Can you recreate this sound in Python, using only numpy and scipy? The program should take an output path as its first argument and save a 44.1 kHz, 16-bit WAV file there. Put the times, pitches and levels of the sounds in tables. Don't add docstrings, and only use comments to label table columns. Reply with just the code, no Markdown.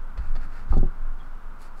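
import sys
import numpy as np
from scipy import signal
from scipy.fft import rfft, irfft
from scipy.io import wavfile
from scipy.ndimage import uniform_filter1d

SR = 44100
rng = np.random.default_rng(int(sys.argv[2]) if len(sys.argv) > 2 else 0)


def generate_wav(sig):
    pcm = np.round(np.clip(np.atleast_2d(sig).T, -1, 1) * 32767).astype(np.int16)
    wavfile.write(sys.argv[1], SR, pcm)


N = 79380


def amp(db):
    return 10 ** (np.asarray(db) / 20)


def unit(x):
    return x / np.sqrt(np.mean(x ** 2) + 1e-20)


def noise(n):
    return rng.standard_normal(n)


def seconds(n):
    return np.arange(n) / SR


def read(points, hz):
    f, value = np.transpose(points)
    return np.interp(np.log(hz + 1), np.log(f), value)


def level(points):
    gain = amp(np.interp(seconds(N), *np.transpose(points)))
    return uniform_filter1d(gain, size=900)


def colour(x, points, tilt_db_per_oct=0):
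    hz = np.fft.rfftfreq(len(x), 1 / SR)
    gain = amp(read(points, hz) + tilt_db_per_oct * np.log2(hz + 1))
    return unit(irfft(rfft(x) * gain, len(x)))


def add(mix, start_s, sound):
    part = mix[max(round(start_s * SR), 0):][:len(sound)]
    part += sound[:len(part)]


# f/Hz, relative level/dB
ROOM_COLOUR = [(20, -5), (90, 4.5), (130, -10.5), (200, 0.5), (300, -7.5), (450, -9), (700, -8),
               (1050, -3.5), (1480, -3.5), (1800, -15.5), (2400, -21), (3500, -28), (6000, -34.5),
               (10000, -37.5), (15500, -39)]
ROOM_RMS_DB = -50


def room():
    return amp(ROOM_RMS_DB) * colour(noise(N), ROOM_COLOUR)


# t/s, rms level/dB
SWAY = [(0, -26), (.08, -28.5), (.14, -33.5), (.25, -27.5), (.31, -15), (.37, -19), (.45, -26), (.58, -30),
        (.68, -27.5), (.74, -12), (.81, -11.5), (.87, -17), (.94, -35), (1.02, -21.5), (1.11, -21.5),
        (1.22, -33.5), (1.36, -28), (1.41, -45), (1.46, -27), (1.55, -36), (1.8, -31.5)]
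SWAY_HZ, SWAY_WANDER_RMS = 18, 0.061
# t/s, rms level/dB
RUMBLE = [(.12, -56.5), (.19, -38.5), (.3, -43.5), (.42, -43.5), (.55, -50.5), (.67, -45), (.73, -29),
          (.8, -33), (.88, -46), (.96, -55.5), (1.16, -51.5), (1.28, -49.5), (1.34, -89), (1.44, -56),
          (1.55, -57), (1.7, -57)]
# f/Hz, relative level/dB
RUMBLE_COLOUR = [(10, -17.5), (33, -1.5), (52, 0), (100, -5), (200, -17.5), (350, -27), (600, -37),
                 (1200, -94)]


def table():
    wander = unit(np.convolve(noise(60), np.hanning(9), "valid"))
    points = np.arange(len(wander))
    wander = np.interp(np.linspace(0, len(wander) - 1, N), points, wander)
    hz = SWAY_HZ * (1 + SWAY_WANDER_RMS * wander)
    sway = np.sqrt(2) * level(SWAY) * np.sin(2 * np.pi * np.cumsum(hz) / SR)
    rumble = level(RUMBLE) * colour(noise(N), RUMBLE_COLOUR)
    return sway + rumble


# t/s, length/s, level/dB, tilt/(dB/octave)
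SLIDES = [(0.159, .19, -54, -2.5), (0.359, 0.078, -50.5, -4), (.395, 0.079, -53, -1.1),
          (0.474, 0.19, -52, -1.6), (0.679, 0.077, -54.5, -0.4), (0.859, 0.067, -55.5, -4),
          (1.15, 0.18, -57.5, -3), (1.58, .115, -57, 4), (1.752, 0.097, -59.5, 3.5)]
# f/Hz, relative level/dB
SLIDE_COLOUR = [(150, -1.5), (400, -13.5), (1400, 7.5), (1900, 0), (2450, -1.5), (3400, -14), (4400, -5.5),
                (5800, -15.5), (7500, -14.5), (11000, -20.5), (15000, -32.5)]
GRAINS_PER_S, GRAIN_SPREAD_DB = 6000, 3.5
SMOOTH_GAIN = 0.95


def slide(length_s, db, tilt_db_per_oct):
    size = amp(GRAIN_SPREAD_DB * np.minimum(rng.exponential(1, N), 5))
    hits = rng.random(N) < GRAINS_PER_S / SR
    slips = unit(size * noise(N) * hits)
    friction = colour(slips + SMOOTH_GAIN * noise(N), SLIDE_COLOUR, tilt_db_per_oct)
    u = np.arange(0, length_s, 1 / SR) / length_s
    return amp(db) * friction[:len(u)] * np.sin(np.pi * u)


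# t/s, level/dB, f/Hz, swell time/s
BUMPS = [(0.175, -21.5, 51.9, 0.02), (0.241, -33.5, 50.5, 0.012), (0.374, -45, 187, 0.018),
         (.58, -51, 109, 0.037), (0.699, -14.5, 49.2, 0.013), (.762, -16.5, 80, 0.011),
         (.827, -22.5, 106.4, .007), (1.262, -51, 190.7, 0.013)]


def bump(db, hz, swell_s):
    t = seconds(SR // 3)
    u = t / swell_s
    envelope = u ** 2 * np.exp(2 * (1 - u))
    return amp(db) * envelope * np.sin(2 * np.pi * hz * t)


# t/s, level/dB, decay/s, tilt/(dB/octave)
TICKS = [(.1755, -42, 0.01, -1.2), (.29, -68, .002, -3), (0.3541, -44.5, 0.0089, -2.5),
         (.3625, -39.5, 0.0049, -2.3), (0.556, -66, .002, -7), (0.7347, -52, 0.015, 2),
         (1.618, -47, 0.0015, 18)]
# f/Hz, relative level/dB
TICK_COLOUR = [(200, -17), (400, 0), (620, 6), (850, -12.5), (1350, 7.5), (2000, 0), (3000, -6.5),
               (3450, -6), (3850, -10), (4400, 3), (5600, -18), (7500, -16), (10000, -27), (15000, -40)]


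def tick(db, decay_s, tilt_db_per_oct):
    t = seconds(SR // 8)
    burst = colour(noise(len(t)), TICK_COLOUR, tilt_db_per_oct)
    return amp(db) * burst * np.exp(-t / decay_s)


# t/s,
# level/dB (halved in gain below), contact time/s, bass cut f/Hz
KNOCKS = [(.1765, -48.5, 0.00074, 150), (.354, -34.5, 0.0011, 596), (.7243, -18.5, 0.0007, 1160),
          (.729, -17.5, 0.0023, 283), (0.7364, -25.5, .0005, 406), (0.7676, -15.5, 0.0017, 80),
          (.7795, -12.5, 0.00274, 110), (.8293, -14, 0.002, 71)]
# f/Hz, relative level/dB, t60/s
BOX_MODES = [(114.5, 2, 0.095), (144, -3.5, 0.15), (183.3, -7.5, 0.14), (227.6, -7, 0.066),
             (256, -10, 0.057), (352.6, -6, 0.12), (512, -12.5, 0.043), (580, -9, 0.077),
             (768, -3.5, 0.061), (870, -9, 0.044), (1050, -3.5, 0.017), (1194, -1.5, 0.04),
             (1316, -24, 0.03)]
THUD_DB, THUD_DECAY_S = -14, .009
CLOTH_HZ = 1310


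def knock(db, contact_s, bass_cut_hz):
    t = seconds(SR // 2)
    ring = sum(amp(d - 60 * t / t60) * np.cos(2 * np.pi * hz * t) for hz, d, t60 in BOX_MODES)
    top_mode_hz = BOX_MODES[-1][0]
    low_pass = signal.butter(6, top_mode_hz, fs=SR, output="sos")
    thud = unit(signal.sosfilt(low_pass, noise(len(t)))) * np.exp(-t / THUD_DECAY_S)
    push = np.sin(np.pi * np.arange(0, contact_s, 1 / SR) / contact_s) ** 2
    body = signal.fftconvolve(ring + amp(THUD_DB) * thud, push / push.sum())
    panel = signal.butter(2, bass_cut_hz, "high", fs=SR, output="sos")
    cloth = signal.butter(10, CLOTH_HZ, fs=SR, output="sos")
    return -amp(db) * signal.sosfilt(cloth, signal.sosfilt(panel, body)) / 2


# f/Hz, relative level/dB, t60/s
FITTING_MODES = [(3510, -1.5, 0.016), (4340, -0.5, 0.019), (4920, -7, 0.022), (6480, -2.5, 0.016),
                 (7250, -5, 0.013), (8150, -4, 0.011)]
CLINK_START_S, CLINK_DB = .7787, -49.5


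def clink(db):
    t = seconds(SR // 20)
    ring = np.zeros(len(t))
    for k, (hz, d, t60) in enumerate(FITTING_MODES):
        ring += (-1) ** k * amp(d - 60 * t / t60) * np.sin(2 * np.pi * hz * t)
    return amp(db) * ring


SQUEAK_START_S, SQUEAK_LENGTH_S = 1.178, .05
SQUEAK_DB, SQUEAK_HZ, SQUEAK_HALF_WIDTH_HZ = -61, 3330, 110


def squeak(length_s, db, hz, half_width_hz):
    f = np.fft.rfftfreq(N, 1 / SR)
    band = 1 / (1 + ((f - hz) / half_width_hz) ** 4)
    tone = unit(irfft(rfft(noise(N)) * band, N))
    swell = np.hanning(round(length_s * SR))
    return amp(db) * tone[:len(swell)] * swell


# f/Hz, t60/s
TAIL = [(100, 0.18), (500, 0.114), (2000, 0.3), (8000, .12)]
TAIL_DB = -10.5


def reverberation(x):
    hz, t, bands = signal.stft(noise(SR // 2), SR, nperseg=256)
    decay = amp(-60 * t / read(TAIL, hz)[:, None])
    tail = signal.istft(bands * decay, SR)[1]
    return amp(TAIL_DB) * signal.fftconvolve(x, tail / np.linalg.norm(tail))[:N]


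def scene():
    box = np.zeros(N)
    for source, rows in ((slide, SLIDES), (bump, BUMPS), (tick, TICKS), (knock, KNOCKS)):
        for start_s, *settings in rows:
            add(box, start_s, source(*settings))
    add(box, CLINK_START_S, clink(CLINK_DB))
    add(box, SQUEAK_START_S, squeak(SQUEAK_LENGTH_S, SQUEAK_DB, SQUEAK_HZ, SQUEAK_HALF_WIDTH_HZ))
    return (box + reverberation(box) + table() + room())[None]


EDGE_HZ = 15720


def record(dry):
    padded = np.pad(dry, ((0, 0), (255, 255)), "reflect", reflect_type="odd")
    low_pass = signal.firwin(511, EDGE_HZ, window=("kaiser", 9), fs=SR)
    return signal.oaconvolve(padded, low_pass[None], "valid")


dry = scene()
out = record(dry)
generate_wav(out)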